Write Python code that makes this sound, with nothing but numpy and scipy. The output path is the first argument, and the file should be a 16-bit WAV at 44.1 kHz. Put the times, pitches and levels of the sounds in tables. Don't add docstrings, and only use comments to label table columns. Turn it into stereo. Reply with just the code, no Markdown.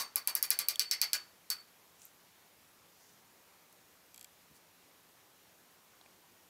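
import sys
import numpy as np
from scipy import signal
from scipy.fft import rfft, irfft, next_fast_len
from scipy.io import wavfile
from scipy.ndimage import uniform_filter1d, map_coordinates

SR = 44100
rng = np.random.default_rng(int(sys.argv[2]) if len(sys.argv) > 2 else 0)


def transcribe(u):
    v = np.clip(np.atleast_2d(u).T, -1, 1)
    q = np.round(v * 32767).astype(np.int16)
    wavfile.write(sys.argv[1], SR, q)


def voltage_ratio(decibels):
    exponent = np.asarray(decibels, float) / 20
    return 10 ** exponent


N = 286429


def ratchet():
    # start in seconds, snap peak in dB, handle turned towards the microphone [0-1],
    # socket seated on the nut [0-1], pitch of the loaded bar in Hz.
    pawl_drops = [(-.005, -13, 0.34, 0.67, 1097), (0.1579, -14, 0.09, 0.59, 1150),
                  (0.2742, -14, 0.33, .75, 1060), (0.3519, -13.5, 0.12, 0.12, 1710),
                  (0.4268, -13, 0.21, 0.28, 2150), (0.5045, -13.5, 0.5, 0.45, 1540),
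                  (0.5893, -14, 0.45, 0.7, 1247), (0.6852, -13.5, 0.52, 0.37, 2400),
                  (0.7946, -14, 0.97, 0.48, 2320), (0.912, -15, 0.96, 0.52, 2030),
                  (1.0152, -14, .95, 0.65, 2030), (1.132, -15, 0.83, 0.91, 1510),
                  (1.502, -16, 0.6, 0.44, 1490)]
    # frequency in Hz, level in dB with the handle turned away and the socket loose,
    # gain in dB by turning, gain in dB by seating.
    drop_colour = [(1020, -36.5, -3, 9), (2210, -41, 5, 23), (4700, -21.5, 22.5, -1.2),
                   (8000, -26, 11.5, 4), (10990, -0.8, -1, -1.4)]
    # frequency in Hz, left-right likeness [-1 to 1].
    click_alike = [(300, 1), (1300, 0.86), (2400, 0.94), (4400, 0.94), (15000, 0.95)]
    track = np.zeros((2, N + 2 * SR))
    t = np.arange(SR // 2) / SR
    for s, db, turn, seat, bar_hz in pawl_drops:
        colour = [(hz, loose_db + turn * turn_db + seat * seat_db)
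                  for hz, loose_db, turn_db, seat_db in drop_colour]
        body = [(hz, 0.5 * level) for hz, level in colour]
        lift = frame_lift(turn, seat, bar_hz)
        frame = frame_ring(t, body, lift) + frame_rattle(t, body, lift)
        add(track, voltage_ratio(db - 5.0) * (head_snap(t, colour) + voltage_ratio(-0.2) * frame), s)
    return stereo(track, [(100, 3), (400, 2.5)], click_alike)[:, SR:SR + N]


def head_snap(t, colour):
    # frequency in Hz, level in dB, t60 in seconds.
    head_modes = [(2400, 7, 0.021), (4600, 14, 0.0051), (5310, 10, 0.006), (6325, 9, 0.0087),
                  (7900, 17.5, 0.0069), (9000, -10, 0.021), (10300, 2, 0.0034), (11250, 5.5, 0.0098),
                  (13150, 0.5, 0.011), (15300, -10, 0.012), (14660, 1, 0.0083)]
    # delay in seconds, level in dB.
    echoes = [
        (.0065, -26),
        (0.021, -9.5),
        (.026, -11.5),
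        (0.035, -18),
    ]
    ring = ringing(head_modes, t, colour, scatter_db=2, attack=0.0006, rise_cycles=0)
    noise = filtered(rng.standard_normal((2, len(t))), lambda f: voltage_ratio(along(colour, f)))
    burst = voltage_ratio(-60 * t / 0.0061) * (1 - np.exp(-t / 0.00038))
    snap = ring + 3.85 * burst * noise
    snap = 2.13 * snap / np.abs(snap[0]).max()
    for lag, echo_db in echoes:
        back = ringing(head_modes, t, colour, scatter_db=2.5, attack=0.0028, rise_cycles=0)
        late = np.pad(back, ((0, 0), (round(lag * SR), 0)))[:, :len(t)]
        snap = snap + voltage_ratio(echo_db) * late
    return snap


def frame_lift(turn, seat, bar_hz):
    bar_db = 3.5 + seat * 10.5
    low_db, high_db = -3 + turn * 3.5, 5.5 - turn * 4.5
    return lambda hz: (bar_db * bump(hz, bar_hz, 0.12) + low_db * bump(hz, 4520, 0.013)
                       + high_db * bump(hz, 8660, 0.013))


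def frame_ring(t, body, lift):
    modes = ringing(bunches(lift), t, body, scatter_db=4.0, attack=0.011, rise_cycles=6.0)
    hand_damping = voltage_ratio(-4 * (t / 0.26) ** 2)
    return voltage_ratio(-16.5) * modes * hand_damping


def bunches(lift):
    # frequency in Hz, level in dB, t60
    # in seconds, spread in Hz.
    frame_bars = [(465, -13, .2, 12), (590, -14, .2, 12), (800, -16, .13, 40), (920, -12, .15, 15),
                  (1175, -4, .16, 45), (1490, -5, .13, 30), (1642, -10, .2, 12), (1930, -10, .12, 30),
                  (2105, -6, .17, 20), (2405, -5, .14, 20), (2900, -10, .1, 40),
                  (4110, -7, .11, 60), (4496, -3, .26, 11), (4553, -4, .22, 10), (4640, -2, .12, 20),
                 (4760, -4, .11, 30), (5160, -8, .11, 50), (5480, -8, .12, 50), (6150, -8, .11, 100),
                 (7950, -11, .12, 40), (8620, -10, .16, 60), (11110, -16, .095, 80), (13050, -20, .09, 70),
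                 (13670, -22, .2, 20), (14850, -21, .085, 120)]
    return [(hz + spread * k, db + lift(hz), t60)
            for hz, db, t60, spread in frame_bars
            for k in rng.standard_normal(3)]


def frame_rattle(t, body, lift):
    # frequency in Hz, level in dB per Hz.
    rattle_spectrum = [(180, -49), (300, -31.5), (938, -19), (1170, -20), (1800, -20.5), (2100, -18),
                       (3530, -20), (4610, -10), (7130, -15.5), (11200, -24.5), (14900, -24), (15500, -23),
                       (16000, -55)]
    # frequency in Hz, t60 in seconds.
    rattle_t60 = [(400, 0.34), (1500, 0.32), (4500, 0.1), (9000, 0.1), (15000, 0.11)]
    hz, frames, z = signal.stft(rng.standard_normal((2, len(t))), SR, nperseg=128)
    near = voltage_ratio(-60 * frames / along(rattle_t60, hz)[:, None])
    yard = voltage_ratio(-16.5 - 60 * frames / 0.5) / (1 + hz[:, None] / 3000)
    patchy_db = 3 * rng.standard_normal(len(hz))
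    level = voltage_ratio(along(rattle_spectrum, hz) + along(body, hz) + lift(hz) + patchy_db)
    rattle = signal.istft(z * level[:, None] * (near + yard), SR, nperseg=128)[1][:, :len(t)]
    return voltage_ratio(12.5) * rattle * (1 - np.exp(-t / 0.0053))


def ringing(modes, t, colour, scatter_db, attack, rise_cycles):
    hz, db, t60 = np.transpose(modes)[..., None]
    scatter = scatter_db * rng.standard_normal((2, *hz.shape))
    level = voltage_ratio(db + along(colour, hz) + scatter - 60 * t / t60)
    phase = 2 * np.pi * rng.random((2, *hz.shape))
    rise = 1 - np.exp(-t / (attack + rise_cycles / hz))
    return (level * rise * np.sin(2 * np.pi * hz * t + phase)).sum(1)


def hand():
    # start in seconds, peak in dB, centre in Hz,
    # length in seconds, left over right in dB.
    ticks = [(.758, -34.5, 6500, .004, 2.5), (2.018, -50, 6760, 0.014, 3), (3.539, -63, 4000, .002, 2),
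             (3.727, -53.5, 7960, 0.0034, 7), (4.508, -65, 140, 0.075, 2), (6.0125, -60.5, 604, 0.0099, 0),
             (6.06, -61.5, 450, 0.0099, 6)]
    taps = [(.757, -39, 3300, 0.0038, 3.5), (1.09, -60, 7160, .004, 12), (1.609, -61, 7800, .003, 2),
            (2.053, -47, 13200, .007, 2), (2.068, -58, 12500, .005, 0), (6.0122, -58, 3670, 0.0018, 1),
            (6.06, -61, 2320, 0.0032, 0)]
    pings = [(4.559, -73, 4600, .025, 2)]
    # centre in seconds, length in seconds, level in dB,
    # centre in Hz, width in Hz.
    rubs = [(2.04, 0.032, -62, 7200, 3520), (3.06, 0.087, -69, 6000, 4000), (4.564, 0.014, -65, 8000, 9000)]
    track = np.zeros((2, N + 2 * SR))
    t = np.arange(SR // 8) / SR
    for contacts, width in [(ticks, 1.9), (taps, 0.19), (pings, 0.024)]:
        for s, db, hz, length, pan_db in contacts:
            push = rng.standard_normal(len(t)) * voltage_ratio(-30 * t / length)
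            tap = filtered(push, lambda f: resonance(hz, width * hz)(f) ** 2)
            sides = voltage_ratio([[pan_db / 2], [-pan_db / 2]])
            add(track, voltage_ratio(db + 7.5) * tap / np.abs(tap).max() * sides, s)
    t = np.arange(N) / SR
    for s, length, db, hz, width_hz in rubs:
        roughness_db = 2.3 * rng.standard_normal(N // 64 + 1).repeat(64)[:N]
        grain = rng.standard_normal(N) * voltage_ratio(roughness_db)
        rub = unit(filtered(grain, lambda f: resonance(hz, width_hz)(f) ** 2))
        stroke = np.exp(-0.5 * ((t - s) / length) ** 2)
        add(track, voltage_ratio(db) * (rub * stroke)[None], 0)
    return track[:, SR:SR + N]


def lens():
    # frequency in Hz, width in Hz, level in dB.
    shell_modes = [(2310, 170, -7.5), (3300, 140, -3), (4600, 600, -4.5), (7740, 790, 1),
                   (11000, 980, -2.5), (12500, 1100, -0.5)]
    kicks, rebounds = np.zeros((2, N))
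    for k in range(7):
        s = 4.1443 + k * 0.01678
        if k % 2:
            db, rebound_db = -42.5, -11
        else:
            db, rebound_db = -39 + k * 0.58, -4
        kicks[round(s * SR)] = voltage_ratio(db + 18.0)
        kicks[round((s + 0.0005) * SR)] = voltage_ratio(db - 3)
        rebounds[round((s + 0.00231) * SR)] = voltage_ratio(db + rebound_db + 30.0)

    def shell(f):
        return sum((-1) ** k * voltage_ratio(db) * resonance(centre_hz, width_hz)(f)
                   for k, (centre_hz, width_hz, db) in enumerate(shell_modes))

    bright = filtered(kicks, resonance(7600, 9900))
    dull = filtered(rebounds, lambda f: 1 / (1 + 1j * f / 4500) ** 3)
    return filtered(bright + dull, shell) * voltage_ratio([[2], [-2]])


def air():
    # frequency in Hz, level in dB per Hz.
    air_spectrum = [(15, -25), (30, -25), (95, -5.5), (140, -10), (300, -2), (900, -0.5), (3000, -9),
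                    (8800, -17), (12600, -16), (15600, -17), (16000, -39)]
    # frequency in Hz, left-right likeness [-1 to 1].
    air_alike = [(60, 0.46), (130, 0.87), (290, -0.29), (640, -0.61), (1410, -0.52), (3100, -0.16),
                 (6820, 0.66), (15000, 0.86)]
    # frequency in Hz, level in dB rms.
    whine = [(172.3, -84), (5739, -90), (6713, -90), (6772, -89), (7192, -93), (9771, -92), (9830, -90),
             (11526, -94), (12225, -86.5), (12290, -85.5), (12400, -89), (13065, -93), (13485, -84),
             (13905, -89)]
    z = signal.stft(rng.standard_normal((2, N)), nperseg=512)[2]
    patches = uniform_filter1d(rng.standard_normal(z.shape[1:]), 5, 0)
    patches = uniform_filter1d(patches, 12, 1)
    pair = signal.istft(z * voltage_ratio(0.98 * unit(patches)), nperseg=512)[1][:, :N]
    hiss = voltage_ratio(-60.5) * unit(stereo(pair, air_spectrum, air_alike))
    t = np.arange(N) / SR
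    tones = 0
    for hz, db in whine:
        knots = rng.standard_normal((2, 200))
        drift = map_coordinates(knots, [[0 * t, 0 * t + 1], [t * 25, t * 25]], order=1)
        tones = tones + voltage_ratio(db + 3 + 3 * drift[0]) * np.sin(2 * np.pi * hz * t + 2.5 * drift[1])
    return hiss + tones


def unit(x):
    return x / np.sqrt(np.mean(x ** 2) + 1e-20)


def along(points, hz):
    f, v = np.transpose(points)
    return np.interp(np.log(hz + 1), np.log(f + 1), v)


def bump(hz, centre_hz, width):
    return np.exp(-(np.log((hz + 1) / centre_hz) / width) ** 2)


def filtered(x, response):
    n = x.shape[-1]
    m = next_fast_len(n + 4096)
    return irfft(rfft(x, m) * response(np.fft.rfftfreq(m, 1 / SR)), m)[..., :n]


def resonance(centre_hz, width_hz):
    return lambda f: 1j * f * width_hz / (centre_hz ** 2 - f * f + 1j * f * width_hz)


def stereo(pair, spectrum, alike):
    def response(hz):
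        turn = np.arccos(np.clip(along(alike, hz), -1, 1)) / 2
        return voltage_ratio(along(spectrum, hz)) * [np.cos(turn), np.sin(turn)]

    mid, side = filtered(pair, response)
    return np.array([mid + side, mid - side])


def add(track, sound, s):
    track[:, round((s + 1) * SR):][:, :sound.shape[1]] += sound


def scene():
    return ratchet() + hand() + lens() + air()


def low_pass(x):
    return signal.sosfilt(signal.butter(12, 16860, fs=SR, output="sos"), x)


def record(dry):
    mix = filtered(dry, lambda f: 1 / (1 + (f / 16100) ** 60))
    return low_pass(mix)


dry = scene()
out = record(dry)
transcribe(out)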